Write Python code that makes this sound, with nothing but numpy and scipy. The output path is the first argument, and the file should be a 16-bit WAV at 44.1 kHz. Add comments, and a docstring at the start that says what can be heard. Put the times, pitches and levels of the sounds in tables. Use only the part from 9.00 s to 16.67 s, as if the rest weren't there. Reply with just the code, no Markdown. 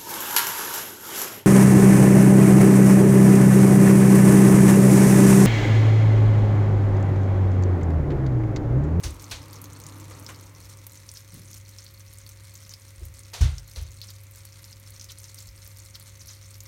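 """Butter sizzles in a metal pan on a kitchen hob: a fizz of countless tiny bubbles bursting.
Under it the stove hums with a soft rush of air. Right at the start, something like a drawer is
pulled with a clatter and a thud, and rolls out; later it is knocked shut. All along, larger bubbles
of water burst in the fat with sharp pops, and now and then steam squirts out in a short spit."""
import sys
import numpy as np
from scipy import signal
from scipy.fft import rfft, irfft
from scipy.io import wavfile

SR = 44100
rng = np.random.default_rng(int(sys.argv[2]) if len(sys.argv) > 2 else 0)


def file_out(sig):
    """Save sig as 16-bit WAV at sys.argv[1]."""
    # one column per channel
    cols = np.atleast_2d(sig).T
    # limit, then scale
    lim = np.clip(cols, -1, 1)
    pcm = np.round(lim * 32767).astype(np.int16)
    wavfile.write(sys.argv[1], SR, pcm)


N = 338247   # samples, about 7.7 seconds


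def from_db(db):
    """Turn decibels into a number to multiply by."""
    return 10 ** (np.asarray(db) / 20)


def rms_one(x):
    """Scale a sound so that its average strength (rms) is 1."""
    return x / np.sqrt(np.mean(x ** 2) + 1e-20)


def add(out, start_s, sound):
    """Mix a sound into out, beginning at start_s."""
    i = int(np.clip(round(start_s * SR), 0, N - 1))
    out[i:i + len(sound)] += sound[:N - i]


def drift(rate_hz):
    """A smooth random wobble of typical size 1; a higher rate wobbles faster."""
    step, warm_up = 40, 2000
    r = np.exp(-2 * np.pi * rate_hz * step / SR)
    noise = rng.standard_normal(N // step + warm_up + 2)
    slow = signal.lfilter([1], [1, -2 * r, r * r], noise)[warm_up:]
    return np.interp(np.arange(N) / step, np.arange(len(slow)), rms_one(slow))


def colour(x, tone):
    """Shape a sound's lows and highs along (pitch_hz, level_db) points, then scale it to rms 1."""
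    size = 8192
    hz, db = np.transpose(tone)
    grid_hz = np.maximum(np.arange(size // 2 + 1) * SR / size, 1)
    gains = from_db(np.interp(np.log(grid_hz), np.log(hz), db))
    # a minimum-phase filter: it rings after a click, never before
    cepstrum = irfft(np.log(gains))
    response = irfft(np.exp(rfft(2 * cepstrum[:size // 2], size)))
    return rms_one(signal.fftconvolve(x, response)[:N])


def keep_band(x, hz, side, order=2):
    """Keep the "low" or the "high" side of hz."""
    return signal.sosfilt(signal.butter(order, hz, side, fs=SR, output="sos"), x)


def resonate(x, hz, width_hz):
    """Make a sound ring at one pitch; a narrower width rings longer."""
    r = np.exp(-np.pi * width_hz / SR)
    feedback = [1, -2 * r * np.cos(2 * np.pi * hz / SR), r * r]
    return signal.lfilter(np.array([1, 0, -1]) * (1 - r * r) / 2, feedback, x + 1e-18)


def random_clicks(per_s, spread_db, max_spreads):
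    """Clicks at random moments, many small and few large."""
    sizes = from_db(spread_db * np.minimum(rng.exponential(1, N), max_spreads))
    return (rng.random(N) < per_s / SR) * sizes * rng.choice([-1, 1], N)


# How lively the foam is as time passes: time_s, boost_db
FOAM_LIVELINESS = [(0, 3), (.5, 2), (1.5, -0.6), (2.2, 0), (4.7, -0.5), (5.7, -.3), (6.3, -0.5),
                   (7.67, 1.8)]


def liveliness_db(time_s):
    """How hard the butter bubbles; it lifts or lowers the fizz and the small pops."""
    return np.interp(time_s, *np.transpose(FOAM_LIVELINESS))


# Tone of the fizz in the pan, also used for the droplets of a spit: pitch_hz, level_db
FIZZ_TONE = [(500, -23.5), (1200, -2.5), (2700, -7.5), (3400, -4.5), (4350, -0.5), (4800, -7.5),
             (5400, -2.5), (6300, -0.5), (7500, -6), (9000, -2.5), (10400, -11.5), (12300, -7.5),
             (15500, -23)]


def fizz(level_db=-56.5, bubble_db=-1.0, sharpness=9):
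    """Countless tiny bubble skins snap in flurries; some small bubbles ring, each at its own pitch."""
    flurry = from_db(4.0 * drift(14))
    snaps = random_clicks(per_s=3500 * flurry, spread_db=6.0, max_spreads=5.4)
    clicks = random_clicks(per_s=600 * flurry, spread_db=9.0, max_spreads=2.99)
    pitches_hz = np.geomspace(4200, 15000, 40)
    choice = rng.integers(0, len(pitches_hz), N)
    bubbles = sum(resonate(clicks * (choice == k), hz, hz / sharpness)
                  for k, hz in enumerate(pitches_hz))
    foam = colour(from_db(bubble_db) * rms_one(bubbles) + rms_one(snaps), FIZZ_TONE)
    return foam * from_db(level_db + liveliness_db(np.arange(N) / SR))


# The notes in the stove's hum: pitch_hz, level_db, waver_db
STOVE_HUM = [(99.56, -48.5, 1.5), (406, -89, 1), (542, -68, 0.2), (919, -81, -2)]
# Tone of the air rushing at the stove: pitch_hz, level_db
AIR_TONE = [(25, -24.5), (55, 3.5), (110, -1), (170, -9.5), (240, -16.5), (330, -15.5), (460, -21.5),
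            (600, -21.5), (740, -27.5), (1150, -21), (1700, -25.5), (2080, -15), (2900, -26.5),
            (15000, -30.5)]


def stove(air_db=-53.5):
    """Mains electricity hums and a fan whines faintly over a steady rush of air."""
    t = np.arange(N) / SR
    hum = sum(np.sqrt(2) * from_db(level_db + waver_db * drift(1)) * np.sin(2 * np.pi * pitch_hz * t)
              for pitch_hz, level_db, waver_db in STOVE_HUM)
    air = keep_band(colour(rng.standard_normal(N), AIR_TONE), 19, "high")
    return hum + from_db(air_db) * air


# Tone of the drawer's rollers on their runners: pitch_hz, level_db
ROLLER_TONE = [(60, -24.5), (140, 4), (210, -9.5), (300, 2.5), (380, -11.5), (520, -5.5), (720, -17.5),
               (900, -8.5), (1200, -9), (1600, -19.5), (2300, -19), (4000, -31), (10000, -54)]


def drawer_rollers(level_db=-49, pull_until_s=1.21, fade_db_per_s=17.5):
    """Rollers rumble evenly while the drawer is pulled, then fade as it coasts to rest."""
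    coasting_s = np.maximum(np.arange(N) / SR - pull_until_s, 0)
    rumble = colour(rng.standard_normal(N), ROLLER_TONE)
    return from_db(level_db - fade_db_per_s * coasting_s) * rumble


def knock(noise, start_s, level_db, rise_s, fade_s):
    """Half a second of noise that swells quickly and dies away, falling 60 dB in fade_s."""
    t = np.arange(SR // 2) / SR
    piece = noise[int(start_s * SR):][:len(t)]
    return piece * np.minimum(t / rise_s, 1) * from_db(level_db - 60 * t / fade_s)


# Sharp clacks of the things in the drawer: start_s, level_db, rise_s, fade_s, pitch_hz
DRAWER_CLACKS = [(0.033, -30.5, 0.0054, 0.24, 4900), (0.309, -30, 0.0061, 0.25, 3940),
                 (1.108, -44, 0.002, 0.17, 1110), (1.288, -37.5, 0.00095, 0.18, 1290),
                 (4.329, -45, 0.0047, 0.34, 835), (4.333, -36, 0.0055, 0.42, 4170),
                 (4.407, -32, 0.0056, 0.18, 5100), (4.412, -46, 0.0029, 0.7, 1370),
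                 (4.428, -38, 0.01, 0.42, 3820), (4.759, -41, 0.0012, 0.35, 4270)]
# Tone of a clack: pitch_hz, level_db
CLACK_TONE = [(100, 8.5), (280, -16), (450, 3), (800, 2), (1300, -0.5), (2200, 0.5), (3000, -2.5),
              (3900, -2.5), (5000, -6.5), (6200, -0.5), (7500, -5), (10000, -3.5), (15500, -12)]
# Soft, dull bumps against the wood: start_s, level_db, rise_s, fade_s, pitch_hz
WOOD_BUMPS = [(0.037, -33, 0.03, 0.39, 350), (2.315, -42.5, 0.026, 1, 203), (4.0, -49, 0.01, 0.36, 453),
              (4.405, -38.5, 0.0044, 0.36, 290), (4.761, -45.5, 0.0045, 0.25, 480)]
# Tone of a bump: pitch_hz, level_db
BUMP_TONE = [(60, -4), (130, 15), (195, -2.5), (260, -6.5), (340, -1.5), (420, -12), (600, -11.5),
             (1200, -29), (4000, -16)]


def drawer_knocks(noise_db=-4.0, ring_db=-5.0, ring_width=0.45, treble_hz=8000, treble_life=0.56):
    """When the drawer jolts, its contents clatter and the wood bumps, each a short blur of noise."""
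    out = np.zeros(N)
    for hits, tone in ((DRAWER_CLACKS, CLACK_TONE), (WOOD_BUMPS, BUMP_TONE)):
        noise = colour(rng.standard_normal(N), tone)
        for start_s, level_db, rise_s, fade_s, pitch_hz in hits:
            ring = rms_one(resonate(noise, pitch_hz, ring_width * pitch_hz))
            hit = from_db(noise_db) * noise + from_db(ring_db) * ring
            for side, life in (("low", 1), ("high", treble_life)):   # the treble dies sooner
                band = keep_band(hit, treble_hz, side, order=3)
                add(out, start_s, knock(band, start_s, level_db, rise_s, fade_s * life))
    return out


# Thuds on the cabinet: start_s, level_db, contact_s
CABINET_THUDS = [(0.039, -20.5, 0.0076), (0.321, -35, 0.0039), (3.973, -34.5, 0.0092), (4.012, -29, 0.0075),
                 (4.406, -6, 0.0038), (4.461, -21, 0.0074), (4.767, -23, 0.0073), (4.805, -34, 0.0063),
                 (6.464, -29.5, 0.021)]
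# The low notes its panels ring at: pitch_hz, level_db, fade_s (time to fall 60 dB)
PANEL_NOTES = [(49.8, -8.5, 0.47), (59, 12.5, 0.13), (75.1, 5.5, 0.26), (111.6, -0.5, 0.23),
               (134.5, -16, 0.57), (196, -24, 0.26), (262, -14.5, 0.12), (322, -22, 0.17)]


def cabinet_thuds(swell_s=0.028):
    """Each thud swells through the panels; a longer contact leaves only the lowest notes."""
    out, t = np.zeros(N), np.arange(SR // 2) / SR
    panels = sum(from_db(level_db - 60 * t / fade_s) * np.sin(2 * np.pi * pitch_hz * t)
                 for pitch_hz, level_db, fade_s in PANEL_NOTES)
    panels *= 1 - np.exp(-t / swell_s)
    for start_s, level_db, contact_s in CABINET_THUDS:
        push = np.sin(np.pi * np.minimum(t / contact_s, 1)) ** 2
        add(out, start_s, from_db(level_db) * signal.fftconvolve(panels, push / push.sum()))
    return keep_band(out, 45.0, "high", order=3)


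def small_pops(per_s=14):
    """Small bubbles burst at random, each with its own size, pitch and snap; rows as in LOUD_POPS."""
    wait, size, pitch, snap = rng.uniform(-1, 1, (200, 4)).T
    start_s = np.cumsum(-np.log((1 - wait) / 2)) / per_s
    level_db = -33 + liveliness_db(start_s) + 3.5 * size
    pitch_hz = 8200 * 2 ** (0.69 * pitch)   # up to 0.69 octaves either way
    snap_db = -45 + 9 * snap
    rows = np.transpose([start_s, level_db, pitch_hz, snap_db])
    return rows[start_s < N / SR]


# The loudest bubbles of water bursting in the fat: start_s, level_db, pitch_hz, snap_db
LOUD_POPS = [(0.242, -23.5, 6300, -45), (0.53, -29, 4680, -32), (0.616, -20.5, 11700, -50),
             (0.6415, -27.5, 6570, -30.5), (0.838, -26, 6700, -46), (0.8653, -22.5, 6800, -43),
             (1.264, -20.5, 5260, -44), (1.867, -48, 12100, -24.5), (2.09, -21, 5700, -70),
             (2.115, -23, 8650, -54), (2.1714, -22, 5270, -59), (2.342, -29, 10100, -38),
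             (2.531, -26, 6160, -55), (2.5425, -30, 5660, -33), (2.785, -24, 5530, -52),
             (2.8646, -27.5, 4500, -55), (3.185, -25.5, 8500, -54), (3.264, -30, 4410, -37),
             (3.291, -31, 6300, -33), (3.5402, -29, 14000, -52), (3.5537, -25, 6500, -48),
             (3.693, -25.5, 6310, -40), (3.7376, -21.5, 5100, -36), (4.0527, -35, 13500, -32),
             (4.1919, -24.5, 8700, -49), (4.5817, -18, 5700, -60), (4.76, -23.5, 4420, -60),
             (5.015, -20, 4240, -33), (5.104, -27, 4500, -38), (5.452, -39, 11000, -30),
             (5.642, -26.5, 5330, -52), (5.7279, -26.5, 5070, -52), (5.9963, -25, 6100, -57),
             (6.012, -22, 5700, -54), (6.0424, -25.5, 6200, -51), (6.1184, -25, 5770, -35),
             (6.1852, -23.5, 9450, -53), (6.2417, -24.5, 5960, -53), (6.3442, -25, 8900, -37),
             (6.404, -26, 7260, -46), (6.6749, -42, 11800, -31.5), (6.7999, -28, 7300, -53),
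             (6.954, -22.5, 4450, -33), (6.998, -32, 8450, -34), (7.6047, -23, 6860, -35)]


def pops(ring_cycles=9, tail_cycles=36, ring_db=-3.0, tail_db=-13.0, snap_boost_db=9.5, echo_db=-7.0):
    """A bubble's skin snaps, the hollow rings briefly, and the hob echoes it a moment later."""
    out, t = np.zeros(N), np.arange(SR // 100) / SR
    snap = np.sin(2 * np.pi * 12500 * t) * from_db(-60 * t / .0005)
    bubbles = [*LOUD_POPS, *small_pops()]
    echo_delays_s = rng.uniform(.0027, .003, len(bubbles))
    for (start_s, level_db, pitch_hz, snap_db), delay_s in zip(bubbles, echo_delays_s):
        cycles = t * pitch_hz
        fade = from_db(ring_db - 60 * cycles / ring_cycles)
        fade += from_db(tail_db - 60 * cycles / tail_cycles)
        ring = from_db(level_db) * fade * np.sin(2 * np.pi * cycles)
        pop = keep_band(ring, 3340, "high") + from_db(snap_db + snap_boost_db) * snap
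        add(out, start_s + .0006, pop)
        add(out, start_s + delay_s, from_db(echo_db) * pop)
    return out


# Spits of steam, each timed at its strongest moment: peak_s, level_db, pitch_hz
STEAM_SPITS = [(2.157, -46.5, 5500), (2.789, -50.5, 6020), (3.71, -46, 5960), (5.032, -45.5, 4630),
               (5.088, -47, 5430), (6.013, -52, 5500), (6.099, -44, 3840), (6.248, -52, 6400),
               (6.383, -47, 4950), (6.951, -45, 4750), (7.213, -47, 5740), (7.291, -44.5, 5270),
               (7.31, -47.5, 6400), (7.336, -51.5, 4820)]


def steam_spits(half_length_s=.0095, fall_octaves=0.26, rasp_hz=540, spatter_db=-6.0):
    """Steam squirts through the fat and throws droplets; the gap widens, so its rough whistle falls."""
    out = np.zeros(N)
    rasp = keep_band(rng.standard_normal(N) + 1j * rng.standard_normal(N), rasp_hz, "low")
    droplets = colour(random_clicks(per_s=3000, spread_db=5.0, max_spreads=3.6), FIZZ_TONE)
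    for peak_s, level_db, pitch_hz in STEAM_SPITS:
        span = np.arange(int((peak_s - 2 * half_length_s) * SR), int((peak_s + 4 * half_length_s) * SR))
        age = (span / SR - peak_s) / half_length_s   # in half lengths, 0 at the peak
        phase = 2 * np.pi * np.cumsum(pitch_hz * 2 ** (-fall_octaves * age)) / SR
        rough_note = np.real(rasp[span] * np.exp(1j * phase))   # lifts the rasp up to the pitch
        whistle = np.exp(-age * age) * rms_one(rough_note)
        spatter = np.exp(-.5 * (age - 1) ** 2) * droplets[span]   # the droplets land a little later
        out[span] += from_db(level_db) * (whistle + from_db(spatter_db) * spatter)
    return out


def kitchen_echoes(x, near_db=-5.5, near_fade_s=0.051, room_db=-14, room_fade_s=0.4):
    """Sound bounces quickly off the pan wall and hob, then lingers faintly in the room."""
    t = np.arange(SR // 2) / SR
    out, wander = x, np.pi * drift(33.3)
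    # bubbles burst all over the pan, so the pattern of echoes keeps changing
    for share in (np.cos(wander), np.sin(wander)):
        for level_db, fade_s in ((near_db, near_fade_s), (room_db, room_fade_s)):
            echoes = rng.standard_normal(len(t)) * from_db(-60 * t / fade_s) * (t > .0006)
            echoes /= np.linalg.norm(echoes)
            out = out + from_db(level_db) * signal.fftconvolve(x * share, echoes)[:N]
    return out


def volume_dip(x, threshold_db=-24, strength=0.2, release_db_per_s=45, attack_s=0.054):
    """A loud sound turns the volume down for a moment."""
    recovery_db = release_db_per_s * np.arange(N) / SR
    over_db = np.maximum(20 * np.log10(np.abs(x) + 1e-9) - threshold_db, 0)
    held_db = np.maximum.accumulate(over_db + recovery_db, axis=-1) - recovery_db
    r = np.exp(-1 / (attack_s * SR))
    smooth_db = signal.lfilter([1 - r], [1, -r], held_db)
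    return x * from_db(-strength * smooth_db)


def scene():
    """The sizzling pan with its echoes, the drawer and the stove, mixed into one channel."""
    pan = kitchen_echoes(fizz() + pops() + steam_spits())
    drawer = drawer_rollers() + drawer_knocks() + cabinet_thuds()
    return np.array([pan + drawer + stove()])


def record(dry):
    """The volume dips at loud knocks, and the treble above 16000 Hz is cut steeply."""
    treble_cut = signal.ellip(10, .1, 80, 16000, fs=SR, output="sos")
    return signal.sosfilt(treble_cut, volume_dip(dry))


dry = scene()
out = record(dry)
file_out(out)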